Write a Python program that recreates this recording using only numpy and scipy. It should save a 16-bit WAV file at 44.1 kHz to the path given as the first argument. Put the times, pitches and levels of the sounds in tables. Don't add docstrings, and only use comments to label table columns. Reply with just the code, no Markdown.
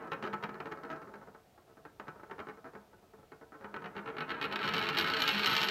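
import sys
import numpy as np
from scipy import signal
from scipy.fft import rfft, irfft
from scipy.io import wavfile
from scipy.ndimage import uniform_filter1d

SR = 44100
rng = np.random.default_rng(int(sys.argv[2]) if len(sys.argv) > 2 else 0)


def to_wav(sig):
    pcm = np.clip(np.atleast_2d(sig), -1, 1) * 32767
    pcm = np.round(pcm).astype(np.int16)
    wavfile.write(sys.argv[1], SR, pcm.T)


N = 251414

# pitch in Hz, relative level in dB.
AIR_COLOUR = [(20, -24), (45, 4), (100, 6.5), (300, -2.5), (600, -1), (720, 4.5), (900, -9.5),
              (1500, -11.5), (4000, -15.5), (8000, -21), (10400, -23), (13000, -21), (15800, -24)]
# time in seconds, level in dB.
ROLL_LEVEL = [(0.0, -44.5), (0.1, -50.5), (0.5, -51), (0.8, -55.5), (0.93, -51), (1.02, -58), (1.18, -60),
              (1.4, -78.5), (1.95, -77), (2.2, -61.5), (2.65, -76), (2.85, -72), (3.45, -82), (3.65, -58.5),
              (4.1, -52), (4.33, -44), (4.6, -42.5), (4.95, -39.5), (5.7, -39)]
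# time in seconds, hardness of a firm touch in dB.
LEAN_HARDNESS = [(0.0, -9), (1.0, -9), (2.3, -9.5), (3.5, -9), (4.0, -6.5), (4.63, -3), (5.0, -1.5),
                 (5.7, 0.5)]
# pitch in Hz, dB added for each dB of hardness.
HARDNESS_COLOUR = [(100, -0.33), (250, -0.41), (600, -0.6867), (1300, 0), (2000, 0.45), (2800, 1.58),
                   (4000, 2.2), (6500, 4), (10000, 1.8), (14000, 2.5)]
# pitch in Hz, gain in dB.
TABLE_COLOUR = [(30, -41.5), (90, 0.5), (130, 2.5), (400, 9.5), (650, 5.5), (1300, 8), (2500, 16.5),
                (4400, 8.5), (5600, -8.5), (7500, -17), (10500, -27), (15600, -25.5)]
# pitch in Hz, width in Hz, gain in dB.
TABLE_AND_ROOM_RESONANCES = [(155, 25, 7), (185, 8.2, -11.5), (202.8, 14, 9.5), (355, 34, 1.5),
                             (392.4, 30, -3), (451, 46, 6), (497.3, 25.2, -23.5), (515, 19, 4),
                             (579, 49, -5.5), (649, 18, 5), (694.4, 47, -13), (725, 14, 9.5),
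                             (736, 23, -4.5), (865, 73, 3.5), (948, 8, 7.5), (982, 23, -12), (996, 38, 7),
                             (1049, 14, 2.5), (1100, 18, 2.5), (1101, 12, -4), (1299, 109, 10),
                             (1486, 42, 7.5), (1504, 50, 0.5), (1621, 18, 4), (1842, 16.7, 3.5),
                             (2033, 147, -6.5), (2509, 42, 7.5), (2640, 403, -11.5), (2736, 143, 11.5),
                             (3018, 68, 4.5), (3512, 112, -11.5), (4831, 135, -12), (4380, 280, 1.5),
                             (5420, 170, 8)]
# pitch in Hz, width in Hz, full gain in dB.
COIN_RESONANCES = [(12500, 174, 26.5), (13200, 500, -4), (13960, 1000, 13.5), (15200, 500, -7)]
# pitch in Hz, seconds to fade by 60 dB.
TABLE_FADE = [(120, 0.086), (400, 0.1), (1300, 0.11), (2500, 0.049), (4500, 0.014), (12000, 0.04)]
# pitch in Hz, seconds to fade by 60 dB.
ROOM_FADE = [(150, 0.45), (1500, 0.36), (4000, 0.19), (12000, 0.32)]
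# start in seconds, skipping time in seconds, knock level in dB.
RIM_CATCHES = [(0.024, 0.022, -24.5), (0.073, 0, -21), (0.119, 0.014, -6.5), (0.226, 0, -9.5),
               (0.239, 0.036, -9), (0.333, 0.0097, -8.5), (0.427, 0.0013, -12), (0.438, 0.00087, -6),
               (0.492, 0.00042, -14.5), (0.543, 0.012, -17.5), (0.603, 0.0018, -10), (0.657, 0.014, -13.5),
               (0.715, 0, -17.5), (0.722, 0.001, -11), (0.774, 0.013, -22), (0.835, 0.015, -16),
               (0.893, 0, -21), (0.902, 0.026, -12), (0.961, 0, -19), (1.018, 0.01, -19.5),
               (1.074, 0.015, -25), (1.139, 0.017, -18), (1.215, 0.014, -25), (1.273, 0.011, -25.5),
               (1.348, 0.0011, -25), (1.578, 0.00058, -31), (1.678, 0.03, -35.5), (1.771, 0.00097, -26.5),
               (1.852, 0.0011, -18.5), (1.998, 0.0053, -13), (2.071, 0.0002, -22), (2.082, 0, -14),
               (2.158, 0.00095, -27), (2.197, 0.0019, -24.5), (2.233, 0.00039, -21), (2.298, 0.00011, -22),
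               (2.312, 0.00065, -12.5), (2.382, 0, -21), (2.392, 0.011, -11.5), (2.47, 0.00019, -19),
               (2.487, 0.0084, -15), (2.574, 0.0014, -25.5), (2.644, 0.031, -21), (2.735, 0, -25),
               (2.752, 0.002, -17.5), (2.932, 0.0031, -28.5), (3.025, 0.027, -38.5), (3.136, 0, -28),
               (3.187, 0.01, -34), (3.229, 0.0021, -32), (3.32, 0.00041, -18.5), (3.413, 0.013, -25),
               (3.521, 0.034, -22.5), (3.61, 0.013, -23), (3.645, 0.0004, -14.5), (3.742, 0.00021, -11.5),
               (3.764, 0.00035, -12), (3.822, 0, -17), (3.843, 0.0013, -13), (3.859, 0.0058, -12),
               (3.954, 0, -18.5), (3.966, 0.024, -11), (4.06, 0.00059, -15.5), (4.076, 0.024, -13),
               (4.168, 0.00022, -13), (4.184, 0.00082, -9.5), (4.207, 0.013, -8), (4.281, 0, -19),
               (4.294, 0, -10.5), (4.305, 0.013, -8), (4.341, 0.0012, -21), (4.414, 0.013, -7),
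               (4.442, 0, -7.5), (4.454, 0.00073, -9), (4.515, 0, -15), (4.525, 0.0097, -8)]
# pitch in Hz, gain in dB.
SKID_COLOUR = [(1500, -35), (4000, 13), (5400, 7.5), (6800, 3), (8000, -7.5), (10500, -10), (15600, -4)]
# start in seconds, level in dB.
RIM_SLAPS = [(4.559, -6), (4.599, -15.5), (4.613, -11), (4.63, -10.5), (4.639, -10), (4.646, -9.5),
             (4.656, -9), (4.678, -7), (4.689, -7), (4.738, -6), (4.745, -7.5), (4.755, -9.5),
             (4.766, -7.5), (4.781, -7), (4.792, -9.5), (4.814, -10), (4.827, -9), (4.839, -10),
             (4.856, -11), (4.869, -10.5), (4.889, -6.5), (4.901, -11.5), (4.949, -11.5), (4.96, -14),
             (4.971, -6.5), (4.977, -7), (4.986, -4), (4.991, -10), (4.998, -6.5), (5.011, -7.5),
             (5.025, -10), (5.044, -10), (5.075, -9), (5.085, -9.5), (5.101, -8.5), (5.137, -8),
             (5.168, -8), (5.194, -10.5), (5.203, -7.5), (5.22, -5), (5.238, -8.5), (5.278, -5),
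             (5.291, -5.5), (5.313, -10), (5.348, -10), (5.395, -8), (5.402, -12.5), (5.433, -10.5),
             (5.445, -7.5), (5.46, -5.5), (5.466, -8.5), (5.472, -7.5), (5.497, -8.5), (5.514, -10.5),
             (5.531, -8.5), (5.552, -9.5), (5.566, -6), (5.58, -8.5), (5.605, -10.5), (5.616, -7.5),
             (5.631, -7.5), (5.687, -7.5)]


def amp(db):
    return 10 ** (np.asarray(db) / 20)


def at_time(rows, times):
    return np.interp(times, *np.transpose(rows))


def at_pitch(rows, hz):
    row_hz, value = np.transpose(rows)
    return np.interp(np.log(hz + 1), np.log(row_hz + 1), value)


def sample_at(times):
    return np.clip(np.round(times * SR).astype(int), 0, N - 1)


def shaped_click(db, size=4096):
    log_gain = np.log(amp(np.r_[db, db[-2:0:-1]]))
    spectrum = np.exp(np.conj(signal.hilbert(log_gain)))
    return np.fft.ifft(spectrum).real[:size]


def room_air(level_db=-66):
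    colour = amp(at_pitch(AIR_COLOUR, np.fft.rfftfreq(N, 1 / SR)))
    noise = irfft(rfft(rng.standard_normal(N)) * colour, N)
    return amp(level_db) * noise / noise.std()


def rolling(per_s=300, jitter=0.3945, spread_db=3.0, harder_db=1.5):
    slip, chance = rng.standard_normal((int(per_s * N / SR), 2)).T
    times = (np.arange(len(slip)) + jitter * slip) / per_s
    db = at_time(ROLL_LEVEL, times) + lull(times) + spread_db * np.clip(chance, -2, 2)
    db += 10 * np.log10(SR / per_s)
    return times, db, hardness_of(times, db) + harder_db


def lull(times, depth_db=-3, width_s=0.029):
    knock_s, skipping_s, _ = np.transpose(RIM_CATCHES)
    slap_s, _ = np.transpose(RIM_SLAPS)
    starts, ends = np.r_[knock_s, slap_s], np.r_[knock_s + skipping_s, slap_s]
    away_s = np.maximum(starts - times[:, None], times[:, None] - ends).min(1).clip(0)
    return depth_db * (1 - np.exp(-(away_s / width_s) ** 2))


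def hardness_of(times, db, firm_db=-8.5, bite=0.47):
    return at_time(LEAN_HARDNESS, times) + bite * (db - firm_db)


def strike(times, force, hardness, upright_db=-13, flat_db=0):
    hz = np.fft.rfftfreq(8192, 1 / SR)
    table_and_room_db, coin_db = (
        sum(db / (1 + (2 * (hz - pitch) / width) ** 2) for pitch, width, db in rows)
        for rows in (TABLE_AND_ROOM_RESONANCES, COIN_RESONANCES))
    knock_db = at_pitch(TABLE_COLOUR, hz) + table_and_room_db
    grades = np.arange(-28, 9, 4)
    out = np.zeros(N)
    for grade in grades:
        share = np.interp(hardness, grades, grades == grade)
        ring = np.interp(grade, [upright_db, flat_db], [0, 1])
        click = shaped_click(knock_db + ring * coin_db + grade * at_pitch(HARDNESS_COLOUR, hz))
        pushes = np.bincount(sample_at(times), force * share, N)
        out += signal.oaconvolve(pushes, click)[:N]
    return out


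def table_thud(touches, hz=152.92, level_db=-2, fade_db_per_s=21):
    thud = signal.lfilter(*signal.iirpeak(hz, Q=3.7, fs=SR), touches)
    return thud * amp(level_db - fade_db_per_s * np.arange(N) / SR)


def echo_tail(fade, rise_share, direct_db, size=16384):
    hz, times, noise = signal.stft(rng.choice([-1., 1.], size), SR, nperseg=64)
    age = times / at_pitch(fade, hz)[:, None]
    envelope = amp(-60 * age) * (1 - np.exp(-age / rise_share))
    echoes = signal.istft(noise * envelope, SR, nperseg=64)[1][:size]
    echoes /= np.linalg.norm(echoes)
    echoes[0] += amp(direct_db)
    power = uniform_filter1d(abs(rfft(echoes)) ** 2, size=110)
    return signal.fftconvolve(echoes, shaped_click(-10 * np.log10(power + 1e-9)))[:size]


def wandering_echoes(sound, fade, rise_share, direct_db, spots, spots_per_s=14):
    place = np.arange(N) / SR * spots_per_s
    out = np.zeros(N)
    for spot in range(spots):
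        away = abs((place - spot + spots / 2) % spots - spots / 2)
        near = np.clip(.5 + 10 * (.5 - away), 0, 1)
        out += signal.oaconvolve(sound * near, echo_tail(fade, rise_share, direct_db))[:N]
    return out


def rim_catch(knock_s, skipping_s, knock_db, gap_s=0.012, jitter_s=0.001, fade_db_per_s=20):
    delays = np.linspace(0, skipping_s, round(skipping_s / gap_s) + 1)[1:]
    slip, chance_db = rng.standard_normal((2, len(delays)))
    times = knock_s + np.r_[0, delays + jitter_s * slip]
    db = knock_db + np.r_[0, -2.5 - fade_db_per_s * delays + chance_db]
    hardness = hardness_of(times, db)
    hardness[1:] += 0.5
    return times, db, hardness


def graze(times, db, hardness, before_s, after_s, lighter_db, harder_db, count):
    offsets = rng.uniform(-before_s, after_s, (len(times), count))
    graze_times = (times[:, None] + offsets).ravel()
    return graze_times, np.repeat(db + lighter_db, count), np.repeat(hardness + harder_db, count)


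def skid(times, db, level_db=-25.5, fade_db_per_s=1.5, scratch_s=0.0025):
    energy = np.bincount(sample_at(times), amp(db + level_db - fade_db_per_s * times) ** 2, N)
    keep = np.exp(-2 / (scratch_s * SR))
    envelope = np.sqrt(signal.lfilter([1 - keep], [1, -keep], energy + 1e-20))
    colour = shaped_click(at_pitch(SKID_COLOUR, np.fft.rfftfreq(8192, 1 / SR)))
    return signal.oaconvolve(rng.standard_normal(N) * envelope, colour)[:N]


def slaps():
    times, db = np.transpose(RIM_SLAPS)
    return times, db, hardness_of(times, db)


def flutter(start_s=4.58, first_per_s=78, speedup_per_s2=62, level_db=-13.5, harder_db=1.5):
    age = np.arange(N) / SR - start_s
    touch_count = np.cumsum((age > 0) * (first_per_s + speedup_per_s2 * age)) / SR
    beats = np.flatnonzero(np.diff(np.floor(touch_count)))
    slip, chance = rng.standard_normal((len(beats), 2)).T
    times = beats / SR + 0.06 * slip / first_per_s
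    limp_db = 0.76 * (-1) ** np.arange(len(beats))
    db = level_db + 0.55 * lull(times) + limp_db + 1.2 * np.clip(chance, -2, 2)
    return times, db, hardness_of(times, db) + harder_db


def scene():
    catches = np.hstack([rim_catch(*row) for row in RIM_CATCHES])
    grazes = np.hstack([
        graze(*catches, before_s=0.005, after_s=0.007, lighter_db=-14.5, harder_db=1, count=3),
        graze(*slaps(), before_s=0.0015, after_s=0.003, lighter_db=-14, harder_db=2, count=2)])
    blows = np.hstack([catches, slaps(), grazes])
    times, db, hardness = np.hstack([rolling(), blows, flutter()])
    force = amp(db) * rng.choice([-1, 1], len(times))
    touches = strike(times, force, hardness) + skid(*blows[:2])
    touches += table_thud(touches)
    table = wandering_echoes(touches, TABLE_FADE, rise_share=0.0035, direct_db=-4, spots=12)
    room = wandering_echoes(table, ROOM_FADE, rise_share=0.018, direct_db=9.5, spots=5)
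    return (amp(-1.3) * room + room_air())[None]


def record(dry):
    low_pass = signal.firwin(511, 15850, window=("kaiser", 9), fs=SR)
    return signal.oaconvolve(dry, low_pass[None], "same")


dry = scene()
out = record(dry)
to_wav(out)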